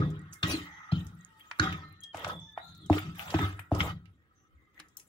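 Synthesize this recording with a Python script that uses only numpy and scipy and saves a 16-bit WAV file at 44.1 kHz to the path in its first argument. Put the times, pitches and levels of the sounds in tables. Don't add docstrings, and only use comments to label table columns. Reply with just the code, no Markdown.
import sys
import numpy as np
from scipy import signal
from scipy.fft import rfft, irfft
from scipy.io import wavfile
from scipy.ndimage import uniform_filter1d

SR = 44100
rng = np.random.default_rng(int(sys.argv[2]) if len(sys.argv) > 2 else 0)


def to_wav(sig):
    pcm = np.clip(np.atleast_2d(sig), -1, 1) * 32767
    pcm = np.round(pcm).astype(np.int16)
    wavfile.write(sys.argv[1], SR, pcm.T)


def decibels_to_gain(level_db):
    exponent = np.asarray(level_db, float) / 20
    return 10 ** exponent


N = 224424
PORT_LAG = 10

# t/s, dull pop level/dB, pop f/Hz, low metal level/dB, high metal level/dB
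KNOCKS = [(0.003, -37, 750, -43.5, -49), (0.43, -34.5, 660, -46, -31), (0.92, -27, 673, -50, -50),
          (1.512, -85, 802, -29, -40), (1.5963, -61, 888, -24.5, -22.5), (2.145, -20, 682, -35.5, -45),
          (2.245, -30, 1100, -28, -32), (2.267, -17.5, 590, -57, -64), (2.576, -15.5, 716, -36, -80),
          (2.899, -4, 687, -45, -40.5), (3.341, -11.5, 706, -26, -42.5), (3.39, -15, 800, -26.5, -37.5),
          (3.592, -42, 1030, -31.5, -49.5), (3.7168, -8, 640, -51, -55), (3.804, -25, 900, -21, -35.5),
          (4.799, -48, 987, -37, -38.5)]
# t/s, decay/(dB/s), table legs level/dB, table top level/dB, bowl base level/dB
JOLTS = [(.003, 81, -35, -32.5, -33), (0.43, 113, -30, -33, -36.5), (0.551, 156, -76, -83.5, -33),
         (0.918, 106, -33, -29.5, -60), (1.596, 79, -32, -33.5, -31.5), (2.145, 67, -56.5, -62, -56),
         (2.243, 76, -50.5, -77, -82.5), (2.351, 194, -76, -43, -59.5), (2.699, 63, -58, -56.5, -84),
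         (2.861, 95, -57, -48, -58.5), (2.898, 301, -34, -42, -44), (3.084, 159.5, -44.5, -39.5, -43),
         (3.29, 101.5, -50, -50, -79), (3.339, 212.5, -36, -38, -46), (3.828, 155.5, -43.5, -45, -44),
         (3.389, 107.5, -34, -45, -31.5), (3.716, 103.5, -28, -35.5, -34.5), (3.905, 160, -47, -44, -77),
         (4.001, 84, -55, -76, -99), (4.798, 400, -81, -71, -66)]
# f/Hz, level/dB, t60/s
BASE = [(225, -17.5, 0.034), (291, -12, 0.35), (310.6, 0, 0.17), (410, -16.5, 0.36)]
# f/Hz, level/dB, t60/s
BOWL = [(762.6, -1, 0.37), (985, -1, 0.064), (1205, -6, 0.095), (1307.4, -9, 0.41), (1470, -14.5, 0.069),
        (1448, -13, 0.064), (1770, -14, 0.15), (1796, -12, 0.39), (1922, -9, 0.45), (2120, -8.5, 0.34),
        (2322, -6, 0.22), (3010, -8.5, 0.12), (3600, -7, 0.11), (3890, -3, 0.17), (4950, -15.5, 0.05),
        (4746, -29, 0.068), (6200, -28.5, 0.067)]


def unit(x):
    return x / np.linalg.norm(x)


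def read(points, hz):
    f, value = np.transpose(points)
    return np.interp(np.log(hz + 1), np.log(f + 1), value)


def add(mix, s, sound):
    part = mix[..., round(s * SR):][..., :sound.shape[-1]]
    part += sound[..., :part.shape[-1]]


def balance(pan_db):
    return pan_db * np.array([[.5], [-.5]])


def ring(modes, spread_db=0., damp=0.8):
    hz, db, t60 = np.transpose(modes)[..., None]
    t = np.arange(SR // 2) / SR
    chance = rng.standard_normal((len(modes), 1))
    level = decibels_to_gain(db + spread_db * chance - 60 * t / (t60 * damp))
    return (level * np.sin(2 * np.pi * hz * t) * np.sign(chance)).sum(0)


def pair(size, colour_db, lag=0):
    # f/Hz, likeness/1
    likeness = [(60, 0.75), (300, 0.5), (640, 1), (1200, 0.78), (6000, 0.015), (15000, 0.065)]
    hz = np.fft.rfftfreq(size, 1 / SR)
    a, b = rfft(rng.standard_normal((2, size)))
    same = np.clip(read(likeness, hz), 0, 1)
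    right = (same * a + np.sqrt(1 - same ** 2) * b) * np.exp(-2j * np.pi * hz * lag / SR)
    x = irfft(np.array([a, right]) * decibels_to_gain(colour_db(hz)), size)
    return x / x.std()


def hump(hz, centre_hz, below_db, above_db):
    octaves = np.log2((hz + 1) / centre_hz)
    return -np.minimum(np.where(octaves < 0, below_db, above_db) * octaves ** 2, 80)


def hoarse(width_hz, rows):
    s, hz, db = np.transpose(rows)
    t = np.arange(s[0], s[-1], 1 / SR)
    a, b = rng.standard_normal((2, 2, len(t) + SR // 4))
    lowpass = signal.butter(2, width_hz / 2, fs=SR, output="sos")
    smear = signal.sosfilt(lowpass, a + 1j * b)[:, SR // 4:]
    smear = smear / smear.std() + 45 / (width_hz + 25)
    line = (smear * np.exp(2j * np.pi * np.cumsum(np.interp(t, s, hz)) / SR)).real
    return s[0], decibels_to_gain(np.interp(t, s, db)) * line * signal.windows.tukey(len(t), .2)


def room_hum():
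    # f/Hz, density/(dB per Hz)
    colour = [(24, -46.5), (40, -6), (93, -6), (229, -14.5), (548, -24), (606, -31), (973, -40),
              (1050, -36), (1380, -36), (1490, -34), (15500, -64)]
    return decibels_to_gain(-70.5) * pair(N, lambda hz: read(colour, hz))


def outside():
    # smear width/Hz, then rows of t/s, f/Hz, level/dB
    calls = [
        (60, [(2.005, 3250, -55), (2.04, 3264, -45), (2.115, 3245, -55), (2.15, 2960, -63), (2.22, 2760, -58), (2.27, 2680, -68)]),
        (100, [(2.27, 3324, -56), (2.3, 3530, -52), (2.35, 3455, -47), (2.56, 3530, -56), (2.66, 3648, -60), (2.8, 3600, -69), (2.85, 3380, -56), (2.9, 2700, -56.5)]),
        (89, [(2.57, 3700, -63), (2.62, 3910, -54), (2.7, 4200, -63), (2.78, 4250, -65.5), (2.87, 4050, -64)]),
    ]
    out = np.zeros((2, N))
    for width_hz, rows in calls:
        add(out, *hoarse(width_hz, rows))
    return out


def kitchen(hits):
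    # f/Hz, t60/s
    decay = [(100, 0.13), (1000, 0.36), (4000, 0.13), (15000, 0.056)]
    x = hits - 0.29 * uniform_filter1d(hits, size=60)
    taps = rng.choice([-1., 1.], (2, SR // 2)) * (rng.random((2, SR // 2)) < .05)
    taps = taps * (np.arange(SR // 2) > 200)
    hz, t, z = signal.stft(taps, SR, nperseg=256)
    tail = signal.istft(z * decibels_to_gain(-60 * t / read(decay, hz)[:, None]), SR, nperseg=256)[1]
    return decibels_to_gain(-15.5) * signal.fftconvolve(x, tail / np.linalg.norm(tail[0]), axes=1)[:, :N]


def fizz():
    # t/s, peak level/dB, centre f/Hz
    bursts = [(0.4791, -40.5, 14300), (0.4826, -38, 14700), (1.5878, -51, 10570), (1.729, -48, 13500),
              (1.776, -58, 14000), (1.887, -65, 13500), (1.896, -65, 13500), (1.926, -57, 12000),
              (2.0123, -50, 10200), (2.1933, -43, 14200), (2.2867, -43.5, 10200), (2.5232, -60, 13900),
              (2.7771, -54, 13660), (2.9277, -50.5, 9100), (2.9382, -44.5, 10000), (2.9911, -33.5, 14700),
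              (3.157, -50, 9990), (3.1848, -37.5, 14430), (3.2862, -48, 14860), (3.4177, -37.5, 13500),
              (3.8363, -43.5, 13200), (4.7985, -45, 9800)]
    out, t = np.zeros((2, N)), np.arange(1500) / SR
    t60_s, pan_db = 0.013, 13
    for s, db, centre_hz in bursts:
        puff = pair(len(t), lambda hz: hump(hz, centre_hz, below_db=40.0, above_db=32.0), PORT_LAG)
        add(out, s, decibels_to_gain(db - 5 + balance(pan_db) - 60 * t / t60_s) * puff)
    return out


def snaps():
    # t/s, peak level/dB, centre f/Hz, body level/dB, left minus right/dB
    films = [(0.338, -40, 9150, -62, 1.5), (0.3318, -38.5, 6110, -51, -8), (0.994, -52, 6740, -70, 1),
             (1.066, -58, 12800, -68, 10), (1.068, -47.5, 6100, -60, -6), (3.8115, -40, 5500, -22, -2),
             (3.387, -56, 6075, -27, -3.5), (3.797, -56, 5970, -27.5, 0), (1.046, -58, 13500, -87, 14),
             (1.397, -54, 11530, -49, 10.5), (1.726, -43, 4900, -29.5, 1), (2.862, -48.5, 6500, -70.5, 0.5),
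             (2.036, -44.5, 5900, -60, -5.5), (2.171, -43, 6300, -38, 5), (2.2767, -41.5, 5860, -48, -5),
             (2.929, -51, 6070, -26.5, -5), (2.982, -48, 9000, -24, 0), (3.1515, -62, 10030, -48.5, -3.5),
             (3.1944, -37, 13740, -29, 9.5), (3.304, -35, 4840, -38.5, -3), (3.5947, -43, 9170, -39, 5),
             (3.7486, -41, 5100, -40.5, -13.5), (4.0567, -62, 3930, -52, -7.5),
             (4.793, -66.5, 10600, -46.5, 19), (4.969, -42, 7120, -75.5, 12),
             (4.9774, -63.5, 6470, -65, -5), (4.998, -43, 6130, -49.5, -1)]
    # t/s, peak level/dB, body level/dB
    ticks = [
        (0.104, -54, -74),
        (2.749, -54, -74),
        (2.691, -62, -70),
        (3.279, -56, -38.5),
        (4.745, -71, -61),
        (4.885, -57, -77),
    ]
    tick_hz, tick_pan_db = 5985, 1
    out, t = np.zeros((2, N)), np.arange(6000) / SR
    tail = decibels_to_gain(-8.0 - 60 * t / 0.0022) + decibels_to_gain(-9 - 60 * t / 0.035) + decibels_to_gain(-15.0 - 60 * t / 0.16)
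    for s, db, centre_hz, body_db, pan_db in films + [(s, db, tick_hz, body, tick_pan_db) for s, db, body in ticks]:
        spit = pair(len(t), lambda hz: hump(hz, 12000, below_db=10.5, above_db=32.5), PORT_LAG)
        spit = decibels_to_gain(db - 8.5 - 60 * t / 0.0079) * spit
        puff = pair(len(t), lambda hz: hump(hz, centre_hz, below_db=56.5, above_db=19.0), PORT_LAG)
        body = pair(len(t), lambda hz: hump(hz, 2400, below_db=32.5, above_db=31.5), PORT_LAG)
        film = (decibels_to_gain(db - 2.0) * puff + decibels_to_gain(body_db - 3.5) * body) * tail
        add(out, s, decibels_to_gain(balance(pan_db)) * (film + spit))
    return out


def squeaks():
    # start t/s, length/s, f/Hz, width/Hz, level/dB
    rubs = [(0.129, 0.49, 1427, 247, -60.5), (0.55, 0.4, 1953, 215, -47), (.97, .12, 1870, 80, -58),
            (0.551, 0.63, 871, 94, -58.5), (0.615, 0.73, 1378, 252, -57), (0.688, 0.23, 6120, 535, -63),
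            (1.133, .4, 1893, 73, -64), (1.269, 0.22, 890, 31.2, -65.5), (1.6, 0.55, 1836, 21.5, -60.5),
            (1.607, 0.34, 2120, 21, -61.5), (1.806, .24, 4070, 170, -63), (2.38, 0.32, 894, 30.2, -66),
            (2.387, 0.16, 6000, 890, -63.5), (2.464, 0.16, 1740, 30, -66), (2.586, 0.5, 3867, 436, -57),
            (2.593, 0.27, 1378, 41.6, -60.5), (3.175, 0.12, 775, 144, -43.5),
            (3.563, 0.18, 1400, 199, -57.5), (4.342, 0.15, 6150, 395, -71.5), (4.502, 0.14, 67, 25.16, -59),
            (4.557, 0.22, 2080, 116.3, -69), (4.746, 0.14, 1896, 318, -59), (0, 0.13, 3540, 397, -52.5),
            (4.738, 0.22, 3920, 119.2, -80), (4.665, 0.078, 1240, 60, -71), (4.609, 0.049, 1107, 60.5, -74),
            (4.967, .12, 988, 60, -76), (2.664, 0.069, 6600, 500, -64.5), (.5, 0.047, 4710, 150, -38),
            (0.495, 0.044, 5790, 200, -38), (0.521, 0.058, 4205, 200, -35), (.485, 0.046, 7150, 300, -49),
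            (0.915, 0.021, 4200, 300, -44.5), (0.918, 0.015, 5100, 300, -54), (.92, .06, 1390, 60, -47),
            (.975, .05, 3000, 150, -53.5), (1.002, 0.019, 3680, 300, -49.5)]
    rise, sag = 0.2, 0.02
    out = np.zeros((2, N))
    for start, length, hz, width_hz, db in rubs:
        rows = [(start, hz * (1 + sag), db - 11),
                (start + rise * length, hz, db),
                (start + length, hz * (1 - sag), db - 9.5)]
        add(out, *hoarse(width_hz, rows))
    return out


def stroke(peak_s, build_s, release_db):
    step = 32
    t = np.arange(0, N, step) / SR - peak_s
    level = decibels_to_gain(np.where(t < 0, 15.5 * t / build_s, -release_db * t))
    return np.repeat(level * (t >= -build_s), step)[:N]


def landed(s):
    return min(abs(s - row[0]) for row in KNOCKS) < .005


def shake():
    # f/Hz, level/dB, t60/s
    legs = [(67, -11.5, 0.29), (84.5, -1, 0.15), (100.7, -0.5, 0.26)]
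    # f/Hz, level/dB, t60/s
    table_top = [(157.8, 7, 0.27), (174.3, 4.5, 0.42)]
    land_s, lean_s = 0.0062, 0.097
    push = rng.standard_normal((3, N))
    level = np.ones((3, N)) * [[0], [0], [decibels_to_gain(-78.5)]]
    for row in KNOCKS:
        add(push[:2], row[0] + 0.0032, 1.18 * signal.windows.hann(120))
    for s, dying_db, *dbs in JOLTS:
        peak_s, build_s = (s + land_s, land_s) if landed(s) else (s, lean_s)
        level += [decibels_to_gain(db) * stroke(peak_s, build_s, dying_db * k) for db, k in zip(dbs, (1, 1, 1.64))]
    x = np.zeros(N)
    for gain, shove, modes in zip(level, push, (legs, table_top, BASE)):
        x += signal.oaconvolve(gain * shove, unit(ring(modes, damp=0.69)))[:N]
    x *= decibels_to_gain(-1.0)
    return np.array([x, np.roll(x, PORT_LAG)])


def thumps():
    # t/s, f/Hz, peak level/dB, t60/s
    blows = [(0, 129.7, -17.5, .16), (0, 153.8, -20.5, 0.62), (.004, 308, -32, 0.14), (0, 404, -32.5, 0.41),
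             (.002, 501, -40.5, 0.39), (.002, 1266, -38, .15), (2.9034, 303, -7.5, .095),
             (2.929, 760, -23, 0.032), (.922, 240, -33, 0.29), (.93, 307, -41.5, 0.42),
             (2.906, 96.5, -18, 0.35), (2.95, 309, -22, 0.17), (2.968, 415, -20.5, 0.037),
             (3.3444, 317, -13, .085), (3.349, 100, -17, 0.21), (3.4, 96, -20.5, 0.4),
             (3.41, 187, -29.5, 0.21), (3.72, 290, -20, .07), (3.722, 176.5, -29, 0.29)]
    out, t = np.zeros(N), np.arange(SR // 3) / SR
    rise = 1 - np.exp(-t / 0.0014)
    for s, hz, db, t60 in blows:
        add(out, s, decibels_to_gain(db - 60 * t / t60) * rise * np.sin(2 * np.pi * hz * t))
    return np.array([out * decibels_to_gain(-2.3), np.roll(out, PORT_LAG) * decibels_to_gain(-2.5)])


def patchy(x, patch_db, flicker_db):
    z = signal.stft(x, nperseg=128, noverlap=96)[2]
    patches, flicker = rng.standard_normal((2,) + z.shape[1:])
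    patches = uniform_filter1d(uniform_filter1d(patches, size=2, axis=0), size=40, axis=1)
    flicker = uniform_filter1d(flicker, size=16, axis=0)
    crackle = np.maximum(flicker / flicker.std(), 0) ** 2
    gain = decibels_to_gain(patch_db * patches / patches.std() + flicker_db * np.minimum(crackle, 6))
    return signal.istft(z * gain / np.sqrt(np.mean(gain ** 2)), nperseg=128, noverlap=96)[1][:, :N]


def streaky(x, streak_db):
    z = signal.stft(x, nperseg=1024, noverlap=768)[2]
    streaks = rng.standard_normal(z.shape[1:])
    streaks = uniform_filter1d(uniform_filter1d(streaks, size=2, axis=0), size=9, axis=1)
    gain = decibels_to_gain(streak_db * streaks / streaks.std())
    return signal.istft(z * gain / np.sqrt(np.mean(gain ** 2)), nperseg=1024, noverlap=768)[1][:, :N]


def squelch(per_s):
    out, t = np.zeros((2, N)), np.arange(900) / SR
    for hz in np.geomspace(480, 1050, 12):
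        blip = np.sin(2 * np.pi * hz * (t + 5.8 * t ** 2)) * np.exp(-t * hz / 1.9)
        blip *= 1 - np.exp(-t / 0.000053)
        sizes = decibels_to_gain(1.95 * np.minimum(rng.exponential(1, N), 4)) * (rng.random(N) < per_s / SR)
        out += signal.oaconvolve(sizes, blip)[:N] * decibels_to_gain(2.6 * rng.standard_normal((2, 1)))
    return out / out.std()


def pressure():
    # level/dB of squelch, wall, grit, hiss
    rest_db = [-92, -76, -85.5, -88.5]
    # peak t/s, build-up/s, release/(dB/s), pressure level/dB, grit above pressure/dB
    scrapes = [(0, .01, 87, -44.5, -11.5), (0.43, 0.0025, 453, -30, 0), (0.514, 0.072, 156, -40.5, 7.5),
               (.9, 0.77, 101.5, -57, -13), (0.922, 0.0087, 113, -53, 3), (1.58, 0.41, 297.5, -64.5, -2),
               (1.629, 0.04, 116.5, -32, -5), (2.155, 0.014, 98, -56, 1), (2.301, 0.17, 354, -43.5, -4.5),
               (2.584, 0.021, 497, -44.5, -24), (2.62, .04, 48.5, -69.5, -6),
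               (2.93, 0.024, 153, -44.5, 0.5), (2.984, 0.072, 905, -45.5, -1),
               (3.029, 0.028, 105, -55, 3.5), (3.201, 0.054, 91.5, -46, -2.5),
               (3.343, 0.0024, 901.5, -56.5, 21.5), (3.443, 0.14, 170, -37.5, -5.5),
               (3.81, 0.022, 400.5, -43.5, 4.5), (3.902, 0.18, 397, -42, -4), (3.722, .006, 150, -48, -8),
               (3.285, .008, 120, -49.5, -8), (4.79, 0.059, 157, -77, 2)]
    # peak t/s, build-up/s, release/(dB/s), squelch level/dB, wet hiss level/dB
    slops = [(0, .01, 168.5, -35.5, -93.5), (.36, 0.048, 149, -100, -64), (0.433, 0.012, 269.5, -38.5, -57),
             (0.506, 0.039, 195, -35.5, -40), (.924, 0.0076, 117, -72, -67),
             (1.59, 0.71, 194.5, -71, -72.5), (1.633, 0.047, 120, -38.5, -80),
             (2.155, 0.014, 115, -44.5, -63), (2.304, 0.17, 232, -33.5, -60),
             (2.579, 0.0068, 900, -40.5, -97), (2.65, 0.044, 45, -80, -71),
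             (2.901, 0.0065, 351.5, -27, -59), (2.954, 0.03, 177, -51, -48.5),
             (3.217, 0.071, 132.5, -74.5, -50.5), (3.326, 0.061, 300, -36, -58),
             (3.342, 0.0044, 1104, -28, -61.5), (3.44, 0.097, 152, -41.5, -53.5),
             (3.718, 0.0077, 202, -30.5, -68), (3.868, 0.14, 410, -31.5, -48.5),
             (4.79, 0.06, 100, -66, -78), (4.972, 0.0043, 216, -96, -53.5)]
    level = decibels_to_gain(np.array(rest_db))[:, None] * np.ones(N)
    for s, build_s, release_db, db, grit_db in scrapes:
        level[1] += decibels_to_gain(db) * stroke(s, build_s, release_db)
        level[2] += decibels_to_gain(db + grit_db) * stroke(s, build_s, release_db * 1.13)
    for s, build_s, release_db, squelch_db, hiss_db in slops:
        level[0] += decibels_to_gain(squelch_db) * stroke(s, build_s, release_db)
        level[3] += decibels_to_gain(hiss_db) * stroke(s, build_s, release_db * 0.94)
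    return level


def drag():
    # f/Hz, density/(dB per Hz)
    wall_colour = [(350, -24.5), (600, -4), (950, -4.5), (1250, 9.5), (1600, 5.5), (2100, 2), (2600, -12),
                   (3100, -29)]
    # f/Hz, density/(dB per Hz)
    grit_colour = [(1900, -26.5), (2500, 0), (3300, 0.5), (4300, -7), (5400, -10.5), (7000, -14.5),
                   (8500, -40.5)]
    # f/Hz, density/(dB per Hz)
    hiss_colour = [(5500, -13), (6800, 0.5), (9000, -4.5), (12000, -7), (14800, -5.5), (15700, -0.5),
                   (16300, -43.5)]
    folds, *levels = pressure()
    layers = []
    for gain, colour in zip(levels, (wall_colour, grit_colour, hiss_colour)):
        noise = pair(N, lambda hz: read(colour, hz), PORT_LAG)
        layers.append(gain * streaky(noise, streak_db=4.5))
    wall, grit, hiss = layers
    metal = patchy(wall + grit, patch_db=3.0, flicker_db=1.0)
    bowl = np.array([unit(ring(BOWL, spread_db=2.5, damp=.3)) for port in range(2)])
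    rung = signal.oaconvolve(metal, bowl, axes=1)[:, :N]
    wet = patchy(hiss, patch_db=6.5, flicker_db=2.0) * decibels_to_gain([[3.], [-4.5]])
    return decibels_to_gain(-9.0) * folds * squelch(per_s=63) + decibels_to_gain(-1.0) * metal + decibels_to_gain(-12.0) * rung + wet


def clinks():
    # t/s, f/Hz, peak level/dB, t60/s, left minus right/dB
    contacts = [(0.107, 7100, -57, 0.041, -11), (.193, 9300, -50.5, 0.0077, -8),
                (.193, 7050, -53, 0.0091, -13), (.215, 8100, -60, .015, -9), (.326, 6330, -39, .015, -8),
                (.43, 1296, -24, 0.023, -5), (.431, 3575, -20.5, 0.026, 10), (0.4323, 4280, -22, 0.017, 6),
                (0.434, 2450, -34, 0.057, -13), (.432, 3340, -35, 0.038, -4), (0.4312, 5400, -37, 0.013, 0),
                (0.954, 3080, -44.5, 0.11, 1), (.953, 4200, -50, .08, 3), (1.151, 10100, -57.5, 0.019, 5),
                (1.21, 6760, -49, 0.0078, -15), (1.2483, 6800, -28, 0.0037, -10.5),
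                (1.249, 8740, -35, 0.0034, -7), (1.408, 3220, -45.5, 0.06, -1),
                (1.5125, 2400, -32, 0.033, 2), (1.5958, 1444, -13, 0.03, -7),
                (1.598, 1660, -15, .035, -4.5), (1.597, 4170, -16, 0.012, -2),
                (1.5972, 6240, -21.5, 0.0077, -15), (2.0055, 6750, -40, 0.0094, 7),
                (2.039, 3910, -40, 0.014, -4), (2.0373, 7600, -49, .012, 2),
                (2.2464, 1580, -26.5, .012, -11), (2.2463, 2680, -23, 0.0086, 4),
                (2.2457, 1130, -28.5, 0.02, -9), (2.4, 7760, -49.5, 0.0088, -11),
                (3.2795, 2670, -35, .015, -9), (3.305, 4120, -37, 0.017, -6), (3.528, 7650, -46, .01, -2),
                (3.8042, 3125, -14, 0.015, -2), (3.8045, 2150, -20, 0.013, 17),
                (3.8112, 3580, -21, 0.0096, -1), (4.778, 1940, -42, 0.022, 9),
                (4.97, 5700, -34.5, 0.013, 3), (4.97, 13600, -31, 0.0085, 15), (5.0, 5710, -44, 0.013, 2)]
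    out = np.zeros((2, N))
    t = np.maximum(np.arange(6000) - np.array([[0], [PORT_LAG]]), 0) / SR
    rise = 1 - np.exp(-t / 0.0005)
    for s, hz, db, t60, pan_db in contacts:
        add(out, s, decibels_to_gain(db + balance(pan_db) - 60 * t / t60) * rise * np.sin(2 * np.pi * hz * t))
    return out


def knocks():
    out, t = np.zeros((2, N)), np.arange(SR // 2) / SR
    sag = 0.7 * t + 0.4 * 0.0079 * (1 - np.exp(-t / 0.0058))
    burst = decibels_to_gain(14.0 - 60 * t / 0.012) + decibels_to_gain(6.0 - 60 * t / 0.036)
    for s, pop_db, pop_hz, low_db, high_db in KNOCKS:
        pop = decibels_to_gain(pop_db + 4.5 - 60 * t / 0.012) * np.sin(2 * np.pi * pop_hz * sag)
        add(out, s, (pop * (1 - np.exp(-t / 0.0024)))[None])
        for db, modes, centre_hz in ((low_db, BOWL[1:10], 1600), (high_db, BOWL[10:], 4200)):
            crack = burst * pair(len(t), lambda hz: hump(hz, centre_hz, below_db=8.0, above_db=14.0))
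            metal = np.array([ring(modes, spread_db=3, damp=.3) for port in range(2)])
            add(out, s, decibels_to_gain(db - 12.0) * (metal + crack) * (1 - np.exp(-t / 0.0022)))
    for s, *_, base_db in JOLTS:
        if landed(s):
            answer = decibels_to_gain(base_db + 3) * ring(BASE, spread_db=7.5)
            add(out, s, (answer * (1 - np.exp(-t / 0.0012)))[None])
    return out


def scene():
    background = room_hum() + outside()
    hits = fizz() + snaps() + clinks() + knocks()
    table = shake() * decibels_to_gain([[.5], [-.6]]) + thumps()
    return background + kitchen(hits) + table + squeaks() + drag() + hits


def band_limit(x):
    return signal.sosfilt(signal.butter(12, 16660, fs=SR, output="sos"), x)


def record(dry):
    x = signal.sosfilt(signal.butter(3, 58, "high", fs=SR, output="sos"), dry)
    x = signal.oaconvolve(x, signal.firwin(129, 16100, fs=SR)[None], "same")
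    return band_limit(x)


dry = scene()
out = record(dry)
to_wav(out)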